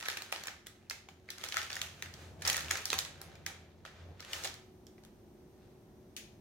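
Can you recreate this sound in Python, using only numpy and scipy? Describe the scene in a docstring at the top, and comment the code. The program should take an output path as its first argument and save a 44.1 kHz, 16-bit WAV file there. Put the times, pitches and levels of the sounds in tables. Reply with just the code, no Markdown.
"""Trays of cut fruit on baking parchment

Close by, metal trays of fruit are lifted and tilted over a kitchen table, heard by a pair of ears.
The parchment snaps in noise bursts shaped by each fold and slides in a fine crackle of tiny creases.
The trays boom as low noise and ring in damped modes; one small hard click comes near the end on the left.
Diffuse echoes give the hard-walled kitchen; wavering sines and noise give appliance hum, air and hiss."""
import sys
import numpy as np
from scipy import signal
from scipy.fft import rfft, irfft, next_fast_len
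from scipy.io import wavfile
from scipy.ndimage import map_coordinates

SR = 44100
rng = np.random.default_rng(int(sys.argv[2]) if len(sys.argv) > 2 else 0)


def bounce(signal):
    """Save signal as a 16-bit WAV file at the path given by the first command-line argument."""
    frames = np.transpose(np.atleast_2d(signal))
    limited = np.clip(frames, -1, 1)
    pcm = np.round(limited * 32767).astype(np.int16)
    wavfile.write(sys.argv[1], SR, pcm)


N = 282636

# Large folds that snap through: (time [s], relative level [dB], fold pitch [Hz], body [dB], sheen [dB],
# time to crest [ms])
SNAPS = [(0.009, -43, 2000, -2, 1, 1), (0.026, -39.5, 2200, 5, -5, 1.4), (0.0582, -37.5, 1800, -5, -9, 1.3),
         (0.0675, -44, 3600, -6, 0.5, .7), (0.0849, -29.5, 1800, -6.5, 0, 0.5),
         (0.1004, -37, 3200, -6, -1, .6), (0.170, -35, 2320, -1, 1, 2.1), (0.220, -39.5, 4400, -3, 4, 1.5),
         (0.3195, -44, 5200, -9, 4, 0.69), (0.324, -29.8, 2610, 4.5, 1, 1.4),
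         (0.36, -40, 4400, 7, -11, 1.3), (0.436, -41.5, 4660, 2, 4, 1.4), (0.456, -46, 2000, -2, 0, 1.4),
         (0.4703, -36.5, 1900, 3, 8, 1.15), (0.482, -37, 1650, -1.5, -12, 1.1),
         (0.662, -54, 2000, -6, 0, 1.8), (0.668, -42.5, 3600, -4, 5.5, 1.2),
         (0.8977, -36, 5350, -18, 4, 1.2), (0.908, -35, 2200, 0, -0.5, 1.7),
         (1.086, -47.8, 2770, 4, -2, 2.2), (1.288, -44, 1950, -5, -20, 1.3),
         (1.303, -37.5, 4000, -13, 1, 1.01), (1.380, -47, 5500, -4, 2, 2.4),
         (1.4376, -35, 3700, -4.5, -2, 1.5), (1.447, -43, 5195, -6, 7, 0.91),
         (1.4859, -39, 5800, -6, 4, 1.8), (1.522, -34.5, 2900, -14, -4, 1.3),
         (1.5415, -36.5, 1500, -9, -3, 1.6), (1.5595, -38.5, 1900, -8, -3, 2.4),
         (1.5687, -26, 1450, -8, -3, .8), (1.577, -36.5, 2300, -5, -5, 1),
         (1.585, -38.5, 1800, -5, -5, 1.2), (1.616, -38.5, 2400, -8, -4, 1.08),
         (1.629, -42, 3000, -6, 2, 1), (1.702, -38, 1950, -6, -5, 1.6), (1.7205, -42.5, 1750, -6, -10, 1.2),
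         (1.729, -37, 3490, -13, -3, 1.2), (1.7543, -39.5, 5500, -6, 4, 1),
         (1.766, -36.5, 1700, -5, -4, 1.3), (1.8148, -30.3, 3300, -6, 2, 1.7),
         (2.023, -35, 2050, -11, -5.5, 1.1), (2.0586, -47, 1900, -9, -4, 1),
         (2.138, -46.5, 4660, -6, -1.5, 1.4), (2.419, -38, 2200, -3, 3, 2.9), (2.449, -32, 5200, 0, 0, 2.9),
         (2.458, -36.5, 1900, -2, 1, 1.6), (2.4753, -26.5, 6230, -10.5, 4, 1),
         (2.4785, -26.5, 5554, -5, 2, 1.3), (2.4983, -24.5, 2010, -6.5, 6, 1.5),
         (2.5283, -32, 5550, -9, 6, 1.7), (2.5435, -32, 2190, -7, -2.5, 1.2),
         (2.559, -35, 2300, -6, -4, 1.2), (2.566, -31.5, 5550, -7.5, 6.5, 1.3),
         (2.5774, -33.5, 1800, -6, 0, 1.4), (2.7064, -33.5, 2300, -3, -3, 1.4),
         (2.7095, -24.7, 1750, -2.5, 5, 1.56), (2.718, -38, 1700, -2, -2, 1.2),
         (2.7534, -33, 1490, 0.5, -5, 2), (2.771, -38, 5800, -6, 3.5, 1.2),
         (2.8542, -30.5, 5550, -12, 9, 1.4), (2.9017, -29, 3800, -2, -2.5, 1.2),
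         (2.917, -37, 3800, -2, -2, 1.4), (2.9287, -26, 3100, 3, -1, 1.9),
         (2.9397, -37, 4200, -4, 3.5, 1.1), (2.9815, -37, 1950, -8, 0, 1.3),
         (2.9871, -26.5, 4200, -9, 4.5, 1.7), (3.049, -41, 4150, 0, 4, 1.6),
         (3.2144, -42.5, 5500, 3, 12.5, 1.4), (3.3526, -53.5, 2300, 6, -5, 2.4),
         (3.4625, -32, 2100, -2, 6.5, 1.7), (3.850, -43.3, 1400, -1, -9, 2.4),
         (3.8604, -49.5, 3200, 2, -4, 1.8), (3.875, -52, 1500, 0, -14, 2.1),
         (4.195, -51, 1900, -6, -14, 2.5), (4.2035, -44, 4400, -3.5, -1, 1.3),
         (4.224, -51, 1900, -4, -9, 2.4), (4.3315, -32, 2820, -2, -1, 1.5), (4.436, -39, 5500, -2, -1, 2),
         (4.444, -35, 4420, 0, 2, 2.4), (4.4495, -34, 3000, 2, 1, 2.2), (4.455, -38.5, 3800, 3, -1, 2),
         (4.472, -38.5, 4900, -6, -4, 1.9), (4.540, -47.5, 4940, -5, 6, 1.5),
         (4.867, -54.5, 5500, -4, 3, 1.4), (4.980, -61, 2000, 4, -2, 1.7), (5.035, -59.5, 5000, 5, 1, 2.2),
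         (5.0494, -56, 3000, 3, 8, .8)]
# Slackness of the sliding sheet: (time [s], mean midrange gain [dB])
SLACKNESS = [(0, 0), (1.3, 1), (2.0, 0.5), (2.25, -1.5), (2.5, 2), (3.0, -0.5), (3.4, 1), (3.9, 0),
             (4.2, 0), (4.4, -4)]
# Soft bumps of hand and fruit on the tray: (time [s], relative level [dB], reach of the contact [Hz])
BUMPS = [(.326, -54, 1300), (2.447, -48, 900), (2.468, -46, 900), (2.712, -47, 1800), (2.932, -47, 2200),
         (3.20, -56, 800), (3.28, -56, 800), (3.464, -50.5, 1000), (4.335, -58, 500), (4.443, -47, 700)]
# Modes of the loaded tray: (frequency [Hz], relative level [dB], t60 [s])
TRAY_MODES = [(299, -9.5, 0.13), (365, -3, .17), (425, -1.5, .15), (545, -4, .15), (771.7, 2, .19),
              (937, -2, .17), (1285, -4, .16), (1800, -1, .13), (2406, -2, .11), (3095, -3, .11),
              (3472, -2, .11), (3955, -4, .07), (6087, -1, .09)]
# A small hard click: (time [s], relative level [dB], time to crest [ms], pitch [Hz], body [dB], sheen [dB],
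# right ear lag [ms], relative room level [dB])
CLICK = (6.1647, -39, 1.2, 3050, -1, 6.5, 0.1, 0)
# Colour of a buckling sheet: (frequency [Hz], relative level [dB per Hz])
BUCKLING_COLOUR = [(100, -33), (300, -12), (550, -3.5), (780, -1), (1000, -3), (1300, 0.5), (1900, 1),
                   (2800, -2.5), (3900, -2), (5100, -3), (6700, -2.2), (8000, -9.5), (12000, -12),
                   (16000, -15.8)]
# Colour of a sliding sheet: (frequency [Hz], relative level [dB per Hz])
SLIDING_COLOUR = [(100, -28), (300, -10), (550, -4), (780, -3.5), (1000, -5.5), (1250, 1), (1900, 1),
                  (2800, -2), (3900, -2.5), (5200, -5.5), (6700, -4.5), (8000, -10), (12000, -14.5),
                  (16000, -18)]
# Colour of the trays' boom: (frequency [Hz], relative level [dB per Hz])
BOOM_COLOUR = [(25, -42), (58, -17), (72, -5.5), (80, -3), (87, 5.5), (96, -5.5), (125, -12), (158, -7),
               (195, -18), (280, -20.5), (400, -18.5), (560, -18), (800, -21), (1300, -34.5), (2500, -56)]
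# Colour of still kitchen air: (frequency [Hz], relative level [dB per Hz])
AIR_COLOUR = [(20, -30), (45, -3), (90, -1), (170, -2.5), (270, -4), (400, -5), (520, -12.5), (750, -14),
              (1200, -23.5), (2500, -30.5), (5000, -35), (16000, -52)]
# Colour of a faint electronic hiss: (frequency [Hz], relative level [dB per Hz])
HISS_COLOUR = [(1000, -6.5), (4800, -4.5), (6000, 1.5), (7600, -8), (8300, -7), (8800, 3), (9800, -10.5),
               (11000, -8), (11500, -1), (11900, -5), (12800, 1.5), (14500, -6), (16000, -6)]
# Appliance hum: (frequency [Hz], relative rms level [dB])
HUM_TONES = [(107.7, -72.5), (215.3, -68), (344.5, -71), (371.4, -66), (597.5, -80), (748.3, -81.5)]
# The steady background grows louder towards the end: (time [s], gain [dB])
BACKGROUND_GAIN = [(0, -5.5), (4.3, -5), (4.75, 0), (6.41, 0)]
# Likeness of the two ears in the room: (frequency [Hz], coherence [0-1])
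EAR_COHERENCE = [(60, .95), (130, 0.95), (290, 0.81), (640, 0.6), (1000, 0.41), (1500, 0.29), (3000, .05),
                 (15000, .03)]
# The kitchen's ring: (frequency [Hz], t60 [s])
KITCHEN_T60 = [(200, .4), (800, .42), (2000, .48), (5500, 0.41), (9000, 0.35), (15000, 0.27)]
# Where the handled paper is: (time [s], mean right ear lag [ms])
PAPER_PLACE = [(0, -0.078), (1.1, -0.041), (1.3, 0.098), (2.9, .05), (3.9, -0.077), (4.4, 0.066)]
# Pushes that make the paper slide and crease: (crest time [s], relative level [dB], rise [s], fall [s],
# creasing [0-1], tautness [0-1])
SLIDES = [(.11, -46.5, .9, 0.17, 0.88, 0.8), (.37, -51.5, 0.31, 0.23, 0.79, 0.8),
          (.78, -70, .3, 0.47, 0.65, 0.5), (1.44, -47.5, 0.14, 0.24, .8, .9),
          (1.59, -46.5, .17, 0.13, .95, 1), (1.76, -48, 0.19, 0.23, .8, 1),
          (2.03, -58.5, 0.81, .2, .3, 0.91), (2.22, -53.5, .22, 0.17, 0.1, 0.78),
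          (2.464, -37, 0.049, 0.1, 0.74, 1), (2.59, -48, .1, 0.28, .9, 1), (2.73, -47.5, .3, 0.3, .9, 1),
          (2.93, -55, 0.23, .17, 1, .8), (3.26, -57.8, 0.44, 0.43, 0.5, 0.1),
          (3.5, -56.5, .04, .2, .5, 0.3), (3.7, -69.5, .2, 0.27, .6, .1), (3.88, -57.5, 0.046, 0.13, .4, 0),
          (3.99, -58.5, 0.21, 0.21, 0.2, 0), (4.23, -58, .06, .15, .2, 0),
          (4.345, -41.3, 0.14, 0.16, .05, 1), (4.446, -39, .045, 0.029, .1, 1),
          (5.66, -70, 0.25, 0.18, 0.52, .15)]
# The trays flex as the grip shifts: (crest time [s], relative level [dB], rise [s], fall [s])
FLEXES = [(2.47, -52, 1.3, .6), (2.66, -51, .3, .2), (2.97, -53.5, 0.22, 0.67), (3.28, -56.5, 0.24, 1.2),
          (4.1, -53, 0.33, 0.18), (4.45, -57, .6, 0.32)]
# Boom of a tray that is only held: (time [s], relative level [dB])
HELD_BOOM = [(0, -66), (1, -70), (4.5, -69.5), (5.3, -76), (6.41, -73)]
# What the small hard thing rings with: (frequency [Hz], relative level [dB])
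CLICK_MODES = [(1700, -9), (2340, -1), (4620, -8), (6230, -5), (6950, -5), (10000, -2), (12500, 0)]

TOP_HZ = 16000  # upper band limit
# Rise and fall are the times in which a movement changes by SWELL_DB; paper settles between pushes
SWELL_DB, SETTLE_DB = 20, -82.5
# Every fold: relative level of the room's answer [dB], scatter of its ear lag [ms]
FOLD_ROOM_DB, LAG_SCATTER_MS = -4, .04
# Small folds: chances a second, level over the slide [dB], its scatter [dB]
SMALL_RATE, SMALL_OVER_DB, SMALL_SCATTER_DB = 30, 3.5, 2
# Least slide level that starts them, cap on their level before scatter [dB]
SMALL_FROM_DB, SMALL_TOP_DB = -56, -42
# Their middle pitch [Hz], its scatter [octaves], body [dB], sheen [dB], time to crest [ms]
SMALL_HZ, SMALL_OCTAVES, SMALL_BODY_DB, SMALL_SHEEN_DB, SMALL_CREST_MS = 3300, 0.59, -3.5, .5, .8
# Tiny creases: chances a second, level over the slide [dB], spread of sizes [dB]
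CREASE_RATE, CREASE_DB, CREASE_SPREAD_DB = 130, 1.5, 3.8
# Their middle pitch [Hz], its scatter [octaves], life [cycles]
CREASE_HZ, CREASE_OCTAVES, CREASE_CYCLES = 3000, .8, 2
# After a snap the fold goes on creasing: level under the snap [dB], time to die away by 60 dB [s]
RELAX_DB, RELAX_T60 = -18, .3


def crinkle(right_db=.5, count=5):
    """Folds snap one by one, answered from a few places on the sheet, a little stronger on the right."""
    out = np.zeros((2, N))
    places = [kitchen() for _ in range(count)]
    for k, (s, db, fold_hz, body_db, sheen_db, crest_ms) in enumerate(SNAPS + small_folds()):
        lag_ms = np.interp(s, *np.transpose(PAPER_PLACE)) + LAG_SCATTER_MS * rng.standard_normal()
        fold = snap(places[k % count], db, crest_ms, fold_hz, body_db, sheen_db, lag_ms, FOLD_ROOM_DB)
        add(out, s, fold)
    return out * amp([[-right_db], [right_db]])


def snap(room, db, crest_ms, fold_hz, body_db, sheen_db, lag_ms, room_db, width=0.57,
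         flutter_db=-18, flutter_life=.004, fold_db=7.3, fold_octaves=0.32, lumpy_db=2.9,
         apart=.45, wet_db=-.5, size=1024):
    """One fold buckles: a short burst of tiny jumps rings the facet, then the sheet flutters out."""
    t, hz = np.arange(1, size + 1) / SR, np.fft.rfftfreq(size, 1 / SR)
    age = t * 1000 / crest_ms  # 1 at the crest
    burst = np.exp(-.5 * (np.log(age) / width) ** 2)
    flutter = amp(flutter_db) * np.exp(-t / flutter_life)
    common, uneven = rng.standard_normal((2, size)) * (burst + flutter)

    # body lies below the fold's own pitch, sheen above it
    knee_hz = np.clip(fold_hz, 1800, 5200)
    tilt = [(900, body_db), (.85 * knee_hz, 0), (1.35 * knee_hz, 0), (9000, sheen_db)]
    sheet_db = along(BUCKLING_COLOUR, hz) + along(tilt, hz)
    # each facet has one main resonance and a few chance ones
    facet_db = fold_db * np.exp(-.5 * (np.log2((hz + 1) / fold_hz) / fold_octaves) ** 2)
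    lumps_db = lumpy_db * np.interp(hz, np.geomspace(500, TOP_HZ, 64), rng.standard_normal(64))

    # short waves radiate unevenly, so the two ears get partly different treble
    side = apart * along([(600, .4), (4000, 1.24)], hz) * rfft(uneven)
    ears = rfft(common) + np.array([side, -side])
    delay = np.maximum([[-lag_ms], [lag_ms]], 0) / 1000  # left and right, in s
    lagged = np.exp(-2j * np.pi * hz * delay)
    direct = irfft(ears * causal(amp(sheet_db + facet_db + lumps_db)) * lagged)

    # the room hears all directions at once, a smoother colour
    room_colour_db = 0.68 * sheet_db + 0.28 * along(SLIDING_COLOUR, hz) + .5 * facet_db + .8 * lumps_db
    spread = irfft(causal(amp(room_colour_db)))
    sound = echo(unit(spread), room) * amp(room_db + wet_db)
    sound[:, :size] += unit(direct)
    return amp(db) * np.sqrt(.005 * SR / size) * sound


def small_folds():
    """Folds give way by chance where the sheet creases, louder in a harder slide; rows as in SNAPS."""
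    level_db, (creasing, _) = swells(SLIDES, SETTLE_DB), handling()
    chance, scatter = rng.random((400, 2)), rng.standard_normal((400, 2))
    folds = []
    for k, ((when, stiffness), (size, pitch)) in enumerate(zip(chance, scatter)):
        s = (k + when) / SMALL_RATE
        i = int(s * SR)
        if i < N and level_db[i] > SMALL_FROM_DB and creasing[i] > stiffness:
            db = min(level_db[i] + SMALL_OVER_DB, SMALL_TOP_DB) + SMALL_SCATTER_DB * size
            fold_hz = SMALL_HZ * 2 ** (SMALL_OCTAVES * pitch)
            folds.append((s, db, fold_hz, SMALL_BODY_DB, SMALL_SHEEN_DB, SMALL_CREST_MS))
    return folds


def rustle(rate=320, spread_db=4.5, direct_db=-5, room_db=-4.2, dull_hz=5000,
           flap_hz=1700, flap_octaves=.6, restless_db=2):
    """Sliding paper: a dense crackle of tiny creases over the rub of the sheet on the tray."""
    creasing, taut = handling()
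    sizes = amp(spread_db * np.minimum(rng.exponential(size=N), 3.5))
    creases = (rng.random(N) < rate / SR) * sizes ** 2
    t = np.arange(SR // 100) / SR
    burst_power = signal.oaconvolve(creases, t * np.exp(-t / .0003))[:N]
    bursts = unit(np.sqrt(np.abs(burst_power)))
    # bursts of creasing mix by power with the even rub
    rough = np.sqrt(creasing * bursts ** 2 + 1 - creasing) * rng.standard_normal((2, N))
    bright = unit(filtered(rough, lambda hz: amp(along(SLIDING_COLOUR, hz))))

    # a slack sheet flaps in the midrange, a taut one hisses
    flap = filtered(bright, lambda hz: np.exp(-.5 * (np.log2((hz + 1) / flap_hz) / flap_octaves) ** 2))
    bright = bright + flap * (amp(curve(SLACKNESS) + restless_db * wobble(25)) - 1)
    dull = filtered(bright, lambda hz: 1 / np.sqrt(1 + (hz / dull_hz) ** 4))
    mid, side = (dull + taut * (bright - dull)) * amp(swells(SLIDES, SETTLE_DB))
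    direct = np.array([mid + .5 * side, mid - .5 * side])
    return amp(direct_db) * direct + amp(room_db) * echo((mid + side) / np.sqrt(2), kitchen())


def crackle(room_db=-6, low_hz=700, pan_db=2.5, size=256):
    """Tiny creases tick, each at its own pitch, while the sheet slides and just after a fold has snapped."""
    out, t = np.zeros((2, N)), np.arange(size) / SR
    slide = amp(swells(SLIDES, SETTLE_DB)) * np.sqrt(handling()[0])
    snap_s, snap_db, *_ = np.transpose(SNAPS)
    chance, scatter = rng.random((4000, 2)), rng.standard_normal((4000, 2))
    times = np.cumsum(-np.log(chance[:, 0])) / CREASE_RATE  # exponential waits
    for s, luck, (pitch, side) in zip(times, chance[:, 1], scatter):
        if s * SR >= N:
            break
        past = snap_s < s
        relax_db = RELAX_DB + snap_db[past] - 60 * (s - snap_s[past]) / RELAX_T60
        strength = np.sqrt(slide[int(s * SR)] ** 2 + np.sum(amp(relax_db) ** 2))
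        strength *= amp(CREASE_DB + CREASE_SPREAD_DB * min(-np.log(luck), 3))
        cycles = t * min(CREASE_HZ * 2 ** (CREASE_OCTAVES * pitch), TOP_HZ)
        tick = strength * np.sin(2 * np.pi * cycles) * np.exp(-cycles / CREASE_CYCLES)
        add(out, s, tick * amp([[pan_db * side], [-pan_db * side]]))
    # such small creases radiate little bass
    out = filtered(out, lambda hz: hz ** 2 / (hz ** 2 + low_hz ** 2))
    return out + amp(room_db) * echo(out.mean(0), kitchen())


def handling():
    """Creasing and tautness of the sheet, 0-1, passing from one push to the next."""
    s, _, _, _, *states = np.transpose(SLIDES)
    return [np.clip(np.interp(np.arange(N) / SR, s, state), 0, 1) for state in states]


def swells(moves, rest_db):
    """Level in dB of movements whose powers rise and fall over a resting level."""
    t = np.arange(N) / SR
    power = amp(rest_db) ** 2
    for s, db, rise, fall, *_ in moves:
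        power = power + amp(db - SWELL_DB * np.maximum((s - t) / rise, (t - s) / fall)) ** 2
    return 10 * np.log10(power)


def on_tray(paper, through_db=-.5, coupling_db=-6):
    """The tray's modes, as damped resonators, ring along with the paper that lies against it."""
    # a mode's bandwidth in Hz follows from its t60
    modes = [(f, db, np.log(1000) / (np.pi * t60)) for f, db, t60 in TRAY_MODES]

    def walls(hz):
        return sum(amp(db) * 1j * hz * width / (f * f - hz * hz + 1j * hz * width)
                   for f, db, width in modes)

    return filtered(paper, lambda hz: amp(through_db) + amp(coupling_db) * walls(hz))


def trays(boom_db=1.5, attack=.004, room_db=-2):
    """The trays flex with a low boom; soft bumps ring modes that the fruit damps."""
    ring, t = np.zeros(N), np.arange(SR // 2) / SR
    for s, db, reach_hz in BUMPS:
        for hz, level, t60 in TRAY_MODES:
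            # a soft contact hardly moves the higher modes
            size = amp(db + level + rng.normal(0, 2.4) - 3) / np.sqrt(1 + (hz / reach_hz) ** 4)
            decay = amp(-60 * t / t60) * (1 - np.exp(-t / attack))
            add(ring, s, size * decay * np.sin(2 * np.pi * (hz * t + rng.random())))
    boom = amp(swells(FLEXES, curve(HELD_BOOM)) + boom_db) * noise(BOOM_COLOUR)
    return boom + 0.74 * ring + amp(room_db) * echo(ring, kitchen())


def click(low_hz=2200, left_db=1.0, ring_db=-45, ring_t60=.007, ring_room_db=2, ring_direct_db=-15):
    """Something small and hard clicks on the left and rings briefly, too small to radiate bass."""
    out, room, t = np.zeros((2, N)), kitchen(), np.arange(SR // 20) / SR
    s = CLICK[0]
    knock = snap(room, *CLICK[1:], width=0.96, fold_db=8.5, fold_octaves=0.27, lumpy_db=1.5, apart=.7)
    add(out, s, filtered(knock, lambda hz: hz ** 3 / np.sqrt(hz ** 6 + low_hz ** 6)))
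    ring = sum(amp(ring_db + db - 60 * t / ring_t60) * np.sin(2 * np.pi * (hz * t + rng.random()))
               for hz, db in CLICK_MODES)
    add(out, s, amp(ring_direct_db) * ring)
    add(out, s, amp(ring_room_db) * echo(ring, room))
    return out * amp([[left_db], [-left_db]])


def background(air_db=-59.5, hiss_db=-76.0, hum_db=-.5, waver_db=2, drift=.5):
    """A slightly unsteady hum, its tones drifting in level and phase, in room air over a faint hiss."""
    t = np.arange(N) / SR
    hum = np.zeros(N)
    for hz, db in HUM_TONES:
        level = np.sqrt(2) * amp(db + waver_db * wobble(4))  # rms to peak
        hum += level * np.sin(2 * np.pi * hz * t + drift * wobble(5))
    steady = amp(hum_db) * hum + amp(air_db) * noise(AIR_COLOUR) + amp(hiss_db) * noise(HISS_COLOUR)
    return amp(curve(BACKGROUND_GAIN)) * steady


def kitchen(gap=.005, early_db=3, early_life=.02):
    """The room's answer to an impulse: table and near walls first, then an even tail."""
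    hz, t, z = signal.stft(rng.standard_normal((2, 2 * SR // 5)), SR, nperseg=256)
    # each frequency dies away at its own pace
    tail = signal.istft(z * amp(-60 * t / along(KITCHEN_T60, hz)[:, None]), SR, nperseg=256)[1]
    t = np.arange(tail.shape[1]) / SR
    onset = 1 - np.exp(-(t / gap) ** 2)
    tail = diffuse(tail * onset * amp(early_db * np.exp(-t / early_life)))
    return tail / np.linalg.norm(tail[0])


def echo(x, room):
    """A mono sound heard through a two-eared room answer."""
    return signal.oaconvolve(x[None], room, axes=1)[:, :N]


def diffuse(pair):
    """Two unrelated noises become a room field: alike in the bass, unrelated in the treble."""
    def turn(hz):
        return np.arccos(np.clip(along(EAR_COHERENCE, hz), -1, 1)) / 2

    mid, side = filtered(pair, lambda hz: np.array([np.cos(turn(hz)), np.sin(turn(hz))]))
    return np.array([mid + side, mid - side])


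def noise(spectrum):
    """Coloured room noise of rms 1."""
    white = rng.standard_normal((2, N))
    return unit(filtered(diffuse(white), lambda hz: amp(along(spectrum, hz))))


def amp(db):
    """Decibels to gain."""
    return 10 ** (np.asarray(db) / 20)


def unit(x):
    """Scale to rms 1."""
    return x / np.sqrt(np.mean(x ** 2) + 1e-20)


def along(points, hz):
    """(frequency [Hz], value) points read on a log axis."""
    f, v = np.transpose(points)
    return np.interp(np.log(hz + 1), np.log(f + 1), v)


def curve(rows):
    """(time [s], value) rows to one value per sample."""
    return np.interp(np.arange(N) / SR, *np.transpose(rows))


def wobble(rate):
    """A smooth random curve, rate knots a second."""
    knots = rng.standard_normal(int(N * rate / SR) + 4)
    return map_coordinates(knots, [np.arange(N) * rate / SR])


def filtered(x, response):
    """x with its spectrum multiplied by a response of frequency."""
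    n = x.shape[-1]
    m = next_fast_len(n + SR // 5)
    return irfft(rfft(x, m) * response(np.fft.rfftfreq(m, 1 / SR)), m)[..., :n]


def causal(gain):
    """Minimum-phase response with the given gains, by folding the cepstrum."""
    cep = irfft(np.log(np.maximum(gain, 1e-6)))
    half = len(cep) // 2
    cep[1:half] *= 2
    cep[half + 1:] = 0
    return np.exp(rfft(cep))


def add(track, s, sound):
    """Mix a sound into a track at time s."""
    start = max(round(s * SR), 0)
    part = sound[..., :max(N - start, 0)]
    track[..., start:start + part.shape[-1]] += part


def scene():
    """Paper on its trays, the trays themselves and one late click, over the kitchen's background."""
    paper = rustle() + crinkle() + crackle()
    return on_tray(paper) + trays() + background() + click()


def record(dry):
    """The camera's microphone channel falls off very steeply above its band limit."""
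    return filtered(dry, lambda hz: 1 / np.sqrt(1 + (hz / TOP_HZ) ** 160))


dry = scene()
out = record(dry)
bounce(out)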